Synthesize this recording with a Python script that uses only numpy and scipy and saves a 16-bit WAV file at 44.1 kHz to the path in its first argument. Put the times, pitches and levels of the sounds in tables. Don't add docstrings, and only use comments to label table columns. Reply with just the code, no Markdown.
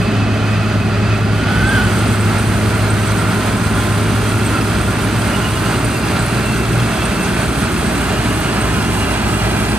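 import sys
import numpy as np
from scipy import signal
from scipy.fft import rfft, irfft
from scipy.io import wavfile
from scipy.ndimage import uniform_filter1d, map_coordinates

SR = 44100
rng = np.random.default_rng(int(sys.argv[2]) if len(sys.argv) > 2 else 0)


def inscribe(sig):
    pcm = np.round(np.clip(np.atleast_2d(sig).T, -1, 1) * 32767)
    wavfile.write(sys.argv[1], SR, pcm.astype(np.int16))


N = 431298
TIME = np.arange(N) / SR

# t/s, f/Hz
FIRING_RATE = [(0, 106.1), (1.15, 105.7), (1.65, 103.8), (2, 105.7), (3.7, 105.2), (5, 105.7), (7.7, 105.7),
               (8.3, 104.7), (9.78, 105.6)]
# t/s, level/dB
OCTAVE_ENVELOPE = [(0, -25), (1.7, -26), (4, -28.5), (6, -36), (9.1, -32), (9.7, -25.5)]
# multiple of the firing rate, level/dB
ENGINE_PARTIALS = [(1.52, -34.5), (2.595, -33.5), (5.92, -43), (11.08, -42), (11.92, -42), (13.69, -44.5)]
HEADER_PARTIALS = [(3.02, -35.5), (3.51, -38), (3.73, -39.5)]
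# f/Hz, relative level/dB
RUMBLE_EQ = [(20, -32), (32, -21), (45, -8.5), (58, -1.5), (90, -0.5), (140, -2), (210, 0), (270, -5.5),
             (350, -6), (400, -6.5), (450, -9.5), (510, -20.5), (800, -63)]
ROAR_EQ = [(350, -29), (510, -4.5), (600, 1.5), (670, -0.5), (800, -2.5), (1080, -3.5), (1300, -1.5),
           (1520, 0), (1720, -4.5), (2250, -6), (2650, -8), (3100, -11), (4700, -14.5), (5600, -20.5),
           (9000, -25), (11000, -68)]
# centre t/s, length/s, delay/ms, drift/(ms/s), gain
GROUND_BOUNCES = [(.2, 2.4, 1.67, -.03, .17), (.7, 2.8, 1.49, 0, .14), (1.65, .8, 2.34, 0, .15),
                  (9, 4, 1.22, 0, .11), (9.4, 1.8, 2.48, .11, .17), (9.4, 2.2, 3.02, .13, .16)]
# multiple of the rotor rate, level/dB
ROTOR_PARTIALS = [(3, -37), (4, -37), (7, -41)]
# centre t/s, length/s, boost/dB, mesh
GEAR_WHINES = [(3.6, 1.05, 13.5, "low"), (4.5, 0.44, 13, "high"), (5.6, 2.2, 6.3, "low"),
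               (7.1, .6, 12, "high"), (8.85, .9, 11, "low")]
# start t/s, length/s, starting f/Hz, fall/(Hz/s), level/dB
TURBO_WHISTLES = [(-.2, 1.8, 2570, 4.7, -31.5), (-.2, 1.4, 3050, 3.2, -40), (-.2, 2.5, 4750, 3, -44),
                  (7.892, 2.1, 2850, 23, -33)]
# f/Hz, relative level/dB
GUARD_RESONANCES = [(795, -42), (1300, -37.5), (2450, -40), (2660, -40), (3280, -42.5), (4060, -45.5),
                    (4340, -47.5), (5000, -47)]
# t/s, f/Hz
BELT_GLIDE = [(1.3, 1410), (1.45, 1455), (1.6, 1485), (1.73, 1570), (1.82, 1480), (1.96, 1440), (2.1, 1390)]
# multiple of its pitch, level/dB
BELT_HARMONICS = [(1, -25.5), (2, -41)]
# f/Hz, level/dB
PULLEY_RESONANCES = [(2050, -44), (2580, -41), (3070, -36.5), (3400, -42)]
# f/Hz, relative level/dB
HISS_EQ = [(3000, -11.5), (5000, -11.5), (6300, -5), (7900, -4), (8080, 6), (8550, 2), (9500, -5.5),
           (11000, -5), (13000, -8.5), (14000, -11), (14600, -33)]
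# t/s, peak level/dB, f/Hz
LINK_CHIRPS = [(1.670, -23, 8050), (1.687, -18.5, 8750), (1.983, -23, 8050), (2.200, -22, 8120),
               (2.382, -22, 8760), (2.743, -25, 8300), (2.898, -17.5, 8440), (3.064, -20, 8130),
               (3.087, -26, 6050), (3.181, -18, 8270), (4.442, -23, 8170), (4.461, -17, 8340),
               (4.806, -18, 8620), (5.043, -24, 9990), (5.843, -18, 8600), (6.189, -19, 8000),
               (6.258, -21, 10160), (7.049, -17, 8650), (7.225, -20, 8780), (7.243, -23, 6120),
               (7.583, -23, 9900), (8.606, -18, 8720), (9.117, -23, 10200)]
# centre t/s, length/s, f/Hz, level/dB
BEARING_SQUEAKS = [(3.8, 0.13, 3300, -38), (4.1, 0.22, 2870, -39), (4.25, .4, 3280, -41),
                   (4.59, .07, 2650, -34), (5.947, 1.0, 4720, -43.5), (6.25, .6, 4100, -43),
                   (8.482, 0.2, 2850, -38), (9.024, .07, 2820, -30)]
# t/s, f/Hz, level/dB
BEARING_SQUEAL = [(5.1, 2850, -80), (5.33, 2850, -37), (5.5, 2870, -37), (5.8, 2770, -38.5),
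                  (6.45, 2715, -36.5), (6.75, 2660, -39), (7.3, 2664, -38), (7.9, 2620, -80)]
# t/s, peak level/dB, f/Hz
GRIT_TICKS = [(8.402, -16.5, 13000)]
# f/Hz, left-right correlation (0-1)
STEREO_CORRELATION = [(100, .997), (400, .988), (850, .77), (1400, .85), (2200, .66), (4000, .55),
                      (8300, .5), (10000, .93)]
# t/s, left delay/samples
LEFT_DELAY = [(0, .5), (5, .5), (7, 1.1), (8.2, 2), (9.78, 3.4)]
# f/Hz, left minus right level/dB
STEREO_BALANCE = [(300, .2), (500, -1), (850, -8.8), (1150, -3), (2100, -.8), (5500, -2.8), (7700, -1.3),
                  (8200, -6), (9800, 0)]
# f/Hz, left lead/rad
STEREO_PHASE = [(40, -.36), (150, -.28), (750, -.6), (1000, .1), (1500, -.45), (4500, .2), (5300, -1.5),
                (7000, 2.3), (8900, 2.4), (9800, 0), (10600, -.2), (11400, -2.9), (12200, -3.3),
                (13100, -6.2), (14000, -6.4)]

# idle level/dB, boost with the header on/dB, boost at full slip/dB, ramp afterwards/(dB/s)
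RUMBLE_FADER, ROAR_FADER = (-20, 1, 1.5, 0), (-24.5, 1.84, 2, .07)
ROTOR_FADER, ROTOR_OCTAVE_FADER = (-35.5, 2, 11, 1.0), (-36.5, 7.5, 6, -.5)
RATTLE_FADER, BELT_FADER = (-8.5, 4, 0, .62), (-38, 7, -11, -.68)
HYDRAULIC_FADER, CHAIN_FADER = (-60, 4.5, 0, .8), (-43, 10, 1.5, .04)

CLUTCH_S, SLIP_LENGTH_S, SPIN_UP_S = 1.68, .62, .42
ROTOR_TURNS_PER_FIRING = .5531


def undb(db):
    return 10 ** (np.asarray(db) / 20)


def unit(x):
    return x / np.sqrt(np.mean(x ** 2))


def curve(rows):
    return np.interp(TIME, *np.transpose(rows))


def per_bin(points):
    hz, value = np.transpose(points)
    return np.interp(np.log(np.arange(N // 2 + 1) * SR / N + 1), np.log(hz), value)


def colour(x, eq):
    return unit(irfft(rfft(x) * undb(per_bin(eq)), N))


def walk(rate_hz):
    hold = max(int(SR / rate_hz), 2)
    steps = np.repeat(rng.standard_normal(N // hold + 1), hold)[:N]
    return unit(uniform_filter1d(uniform_filter1d(steps, hold), hold))


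def swell(centre_s, length_s):
    return np.exp(-(2 * (TIME - centre_s) / length_s) ** 2)


def rise(centre_s, length_s):
    return (1 + np.tanh(2 * (TIME - centre_s) / length_s)) / 2


def slip():
    return swell(CLUTCH_S, SLIP_LENGTH_S)


def fader_db(fader, strain, bite_s=.11):
    idle_db, running_db, slip_db, db_per_s = fader
    running = rise(CLUTCH_S - bite_s, SPIN_UP_S)
    return idle_db + running_db * running + slip_db * strain + db_per_s * np.maximum(TIME - CLUTCH_S, 0)


def angle(hz):
    return 2 * np.pi * np.cumsum(hz) / SR


def warble(depth, rate_hz, rasp=.006):
    return angle(1 + depth * walk(rate_hz) + rasp * walk(400))


def tone(phase, db, waver_db):
    return np.sqrt(2) * undb(db + waver_db * walk(7)) * np.sin(phase + rng.uniform(0, 2 * np.pi))


def whistle(phase, db, width_hz, flutter_db):
    envelope = undb(db + flutter_db * walk(15))
    return envelope * (walk(width_hz) * np.cos(phase) + walk(width_hz) * np.sin(phase))


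def wide_noise():
    mid, side = rfft(rng.standard_normal((2, N)))
    alike = np.clip(per_bin(STEREO_CORRELATION), 0, 1)
    mid, side = mid * np.sqrt((1 + alike) / 2), side * np.sqrt((1 - alike) / 2)
    return irfft(np.array([mid + side, mid - side]), N)


def delayed(x, delay_s):
    samples = np.arange(N)
    return np.array([np.interp(samples - SR * delay_s, samples, channel) for channel in x])


def mode_pole(hz, t60_s):
    return np.exp((2j * np.pi * hz - np.log(1000) / t60_s) / SR)


def engine(firing):
    shadow_db = 13.5 * swell(7.2, 2.56)
    turn_away_db = .66 * TIME
    note = tone(firing, -17 - shadow_db - 1.5 * slip() - turn_away_db, waver_db=1.1)
    octave = tone(2 * firing, curve(OCTAVE_ENVELOPE), waver_db=0)
    shafts = sum(tone(k * firing, db, waver_db=2) for k, db in ENGINE_PARTIALS)
    header = sum(tone(k * firing, db, waver_db=2) for k, db in HEADER_PARTIALS)
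    rumble = colour(wide_noise(), RUMBLE_EQ) * undb(fader_db(RUMBLE_FADER, slip()))
    return note + octave + shafts + rise(CLUTCH_S, SPIN_UP_S) * header + rumble


def clatter(firing, loop_size=2500):
    position = firing / (2 * np.pi * 6) * loop_size
    loop = rng.standard_normal(loop_size)
    return unit(map_coordinates(loop, [position % loop_size], order=3, mode="grid-wrap"))


def fans(firing):
    turn = ROTOR_TURNS_PER_FIRING * firing
    throb = 1 + .055 * np.cos(turn) + .045 * np.cos(2 * turn)
    air = colour(wide_noise() * throb + .3 * clatter(firing), ROAR_EQ)
    return air * undb(fader_db(ROAR_FADER, slip()) + .68 * walk(20))


def ground(x):
    out = x
    for centre_s, length_s, delay_ms, drift_ms_per_s, gain in GROUND_BOUNCES:
        delay_s = (delay_ms + drift_ms_per_s * (TIME - centre_s)) / 1000
        out = out + gain * swell(centre_s, length_s) * delayed(x, delay_s)
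    return out


def rotor(firing):
    turn = ROTOR_TURNS_PER_FIRING * firing
    drone_db = 6 * swell(6.3, 2)
    hum = tone(turn, fader_db(ROTOR_FADER, slip()), waver_db=1.2)
    octave = tone(2 * turn, fader_db(ROTOR_OCTAVE_FADER, slip()) + drone_db, waver_db=3)
    return hum + octave + sum(tone(k * turn, db, waver_db=4.5) for k, db in ROTOR_PARTIALS)


def gears(firing):
    level_db = {"low": -46.5, "high": -49}
    for centre_s, length_s, boost_db, mesh in GEAR_WHINES:
        level_db[mesh] += boost_db * swell(centre_s, length_s)
    backlash = .5 * walk(30)
    low = tone(9.8 * firing + backlash, level_db["low"], waver_db=2)
    high = tone(25.1 * firing + 2 * backlash, level_db["high"], waver_db=1.5)
    return low + high


def turbo(attack_s=.19, release_s=.49, fade_db_per_s=.5, flutter_db=3.3):
    out = 0
    for start_s, length_s, hz, fall_hz_per_s, db in TURBO_WHISTLES:
        age = np.clip(TIME - start_s, 0, length_s)
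        gate = np.clip(np.minimum(age / attack_s, (length_s - age) / release_s), 0, 1)
        phase = hz * warble(depth=.021, rate_hz=220) - angle(fall_hz_per_s * age)
        out = out + gate * np.sin(phase) * undb(db - fade_db_per_s * age + flutter_db * walk(70))
    return out


def guard_rattle(knocks_per_s=220, spread_db=8, contact_s=.0015):
    knocks = (rng.random(N) < knocks_per_s / SR) * undb(spread_db * rng.random(N))
    bursts = wide_noise() * signal.lfilter([1], [1, -np.exp(-1 / (contact_s * SR))], knocks)
    out = 0
    for hz, db in GUARD_RESONANCES:
        pole = mode_pole(hz, t60_s=.04)
        ring = signal.lfilter([1, 0, -1], np.poly([pole, pole.conjugate()]).real, bursts)
        out = out + unit(ring) * undb(db + walk(9))
    return out * undb(fader_db(RATTLE_FADER, slip()))


def belt(running_hz=1385):
    slipping = swell(CLUTCH_S, .6)
    song_phase = angle(running_hz * (1 + .016 * walk(22)))
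    song = whistle(song_phase, fader_db(BELT_FADER, slipping), width_hz=150, flutter_db=2)
    squeal_phase = angle(curve(BELT_GLIDE) * (1 + .019 * walk(110)))
    pulley = sum(np.sqrt(2) * undb(db + 2 * walk(25)) * np.sin(hz * warble(depth=.007, rate_hz=90))
                 for hz, db in PULLEY_RESONANCES)
    squeal = sum(tone(k * squeal_phase, db, waver_db=4.5) for k, db in BELT_HARMONICS)
    return song + slipping * (pulley + squeal)


def hydraulics(running_hz=3304, bend_hz=123.6):
    strain = swell(CLUTCH_S, .73)
    phase = angle((running_hz + bend_hz * strain) * (1 + .012 * walk(80)))
    breath = whistle(phase, fader_db(HYDRAULIC_FADER, slip()), width_hz=300, flutter_db=5)
    return breath + strain * tone(phase, db=-41, waver_db=1)


def chains(firing):
    sprocket = firing / 18.25
    link = 6 * sprocket
    pulse_db = 1.1 * np.cos(link) + .43 * np.cos(link / 2) + .37 * np.cos(sprocket) + .85 * walk(25)
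    grit = undb(1.5 * rng.exponential(size=N))
    return colour(wide_noise() * grit, HISS_EQ) * undb(fader_db(CHAIN_FADER, slip()) + pulse_db)


def panel_echoes(x, gain):
    out = x
    for delay_s in rng.uniform(.003, .014, size=4):
        out = out + gain * delayed(x, delay_s * (1 + .045 * walk(.8)))
    return out


def steel_pings(events, attack_s, t60_s):
    t = np.arange(4096) / SR
    out = np.zeros((2, N + len(t)))
    for start_s, db, hz in events:
        kicks = rng.standard_normal((2, len(t))) * t / attack_s * np.exp(-t / attack_s)
        ring = signal.lfilter([1], [1, -mode_pole(hz, t60_s)], kicks).imag
        at = int(start_s * SR)
        out[:, at:at + len(t)] += undb(db) * ring / np.abs(ring).max()
    return out[:, :N]


def link_chirps(start_s=1.7, faint_count=700):
    faint = [(start_s + when * (N / SR - start_s), -35 + 8 * force ** 3, 8100 + 2900 * pitch ** 3)
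             for when, force, pitch in rng.random((faint_count, 3))]
    return steel_pings(list(LINK_CHIRPS) + faint, attack_s=.004, t60_s=.03)


def bearing_squeaks():
    phase_per_hz = warble(depth=.012, rate_hz=160)
    stutter = undb(2.2 * walk(90))
    squeaks = sum(undb(db) * swell(centre_s, length_s) * np.sin(hz * phase_per_hz)
                  for centre_s, length_s, hz, db in BEARING_SQUEAKS)
    return np.sqrt(2) * stutter * squeaks


def bearing_squeal():
    times, hz, db = np.transpose(BEARING_SQUEAL)
    phase = angle(np.interp(TIME, times, hz) * (1 + .016 * walk(170) + .008 * walk(400)))
    envelope = undb(np.interp(TIME, times, db) + 4.5 * walk(45))
    return np.sqrt(2) * envelope * np.sin(phase)


def grit_tick():
    return steel_pings(GRIT_TICKS, attack_s=.0005, t60_s=.0015)


def scene():
    firing = angle(curve(FIRING_RATE) * (1 + .001198 * walk(6)))
    bay = engine(firing) + ground(fans(firing)) + rotor(firing) + gears(firing) + turbo()
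    bay += guard_rattle() + belt() + hydraulics() + bearing_squeaks() + bearing_squeal()
    bay[0] = map_coordinates(bay[0], [np.arange(N) - curve(LEFT_DELAY)], order=3, mode="nearest")
    header = ground(panel_echoes(chains(firing), gain=.29)) + link_chirps() + grit_tick()
    return bay + header


def record(dry):
    cutoff_hz = 14600
    contrast = undb(per_bin(STEREO_BALANCE) / 2) * np.exp(.5j * per_bin(STEREO_PHASE))
    stereo = irfft(rfft(dry) * np.array([contrast, 1 / contrast]), N)
    return signal.sosfilt(signal.ellip(10, .2, 80, cutoff_hz, fs=SR, output="sos"), stereo)


dry = scene()
out = record(dry)
inscribe(out)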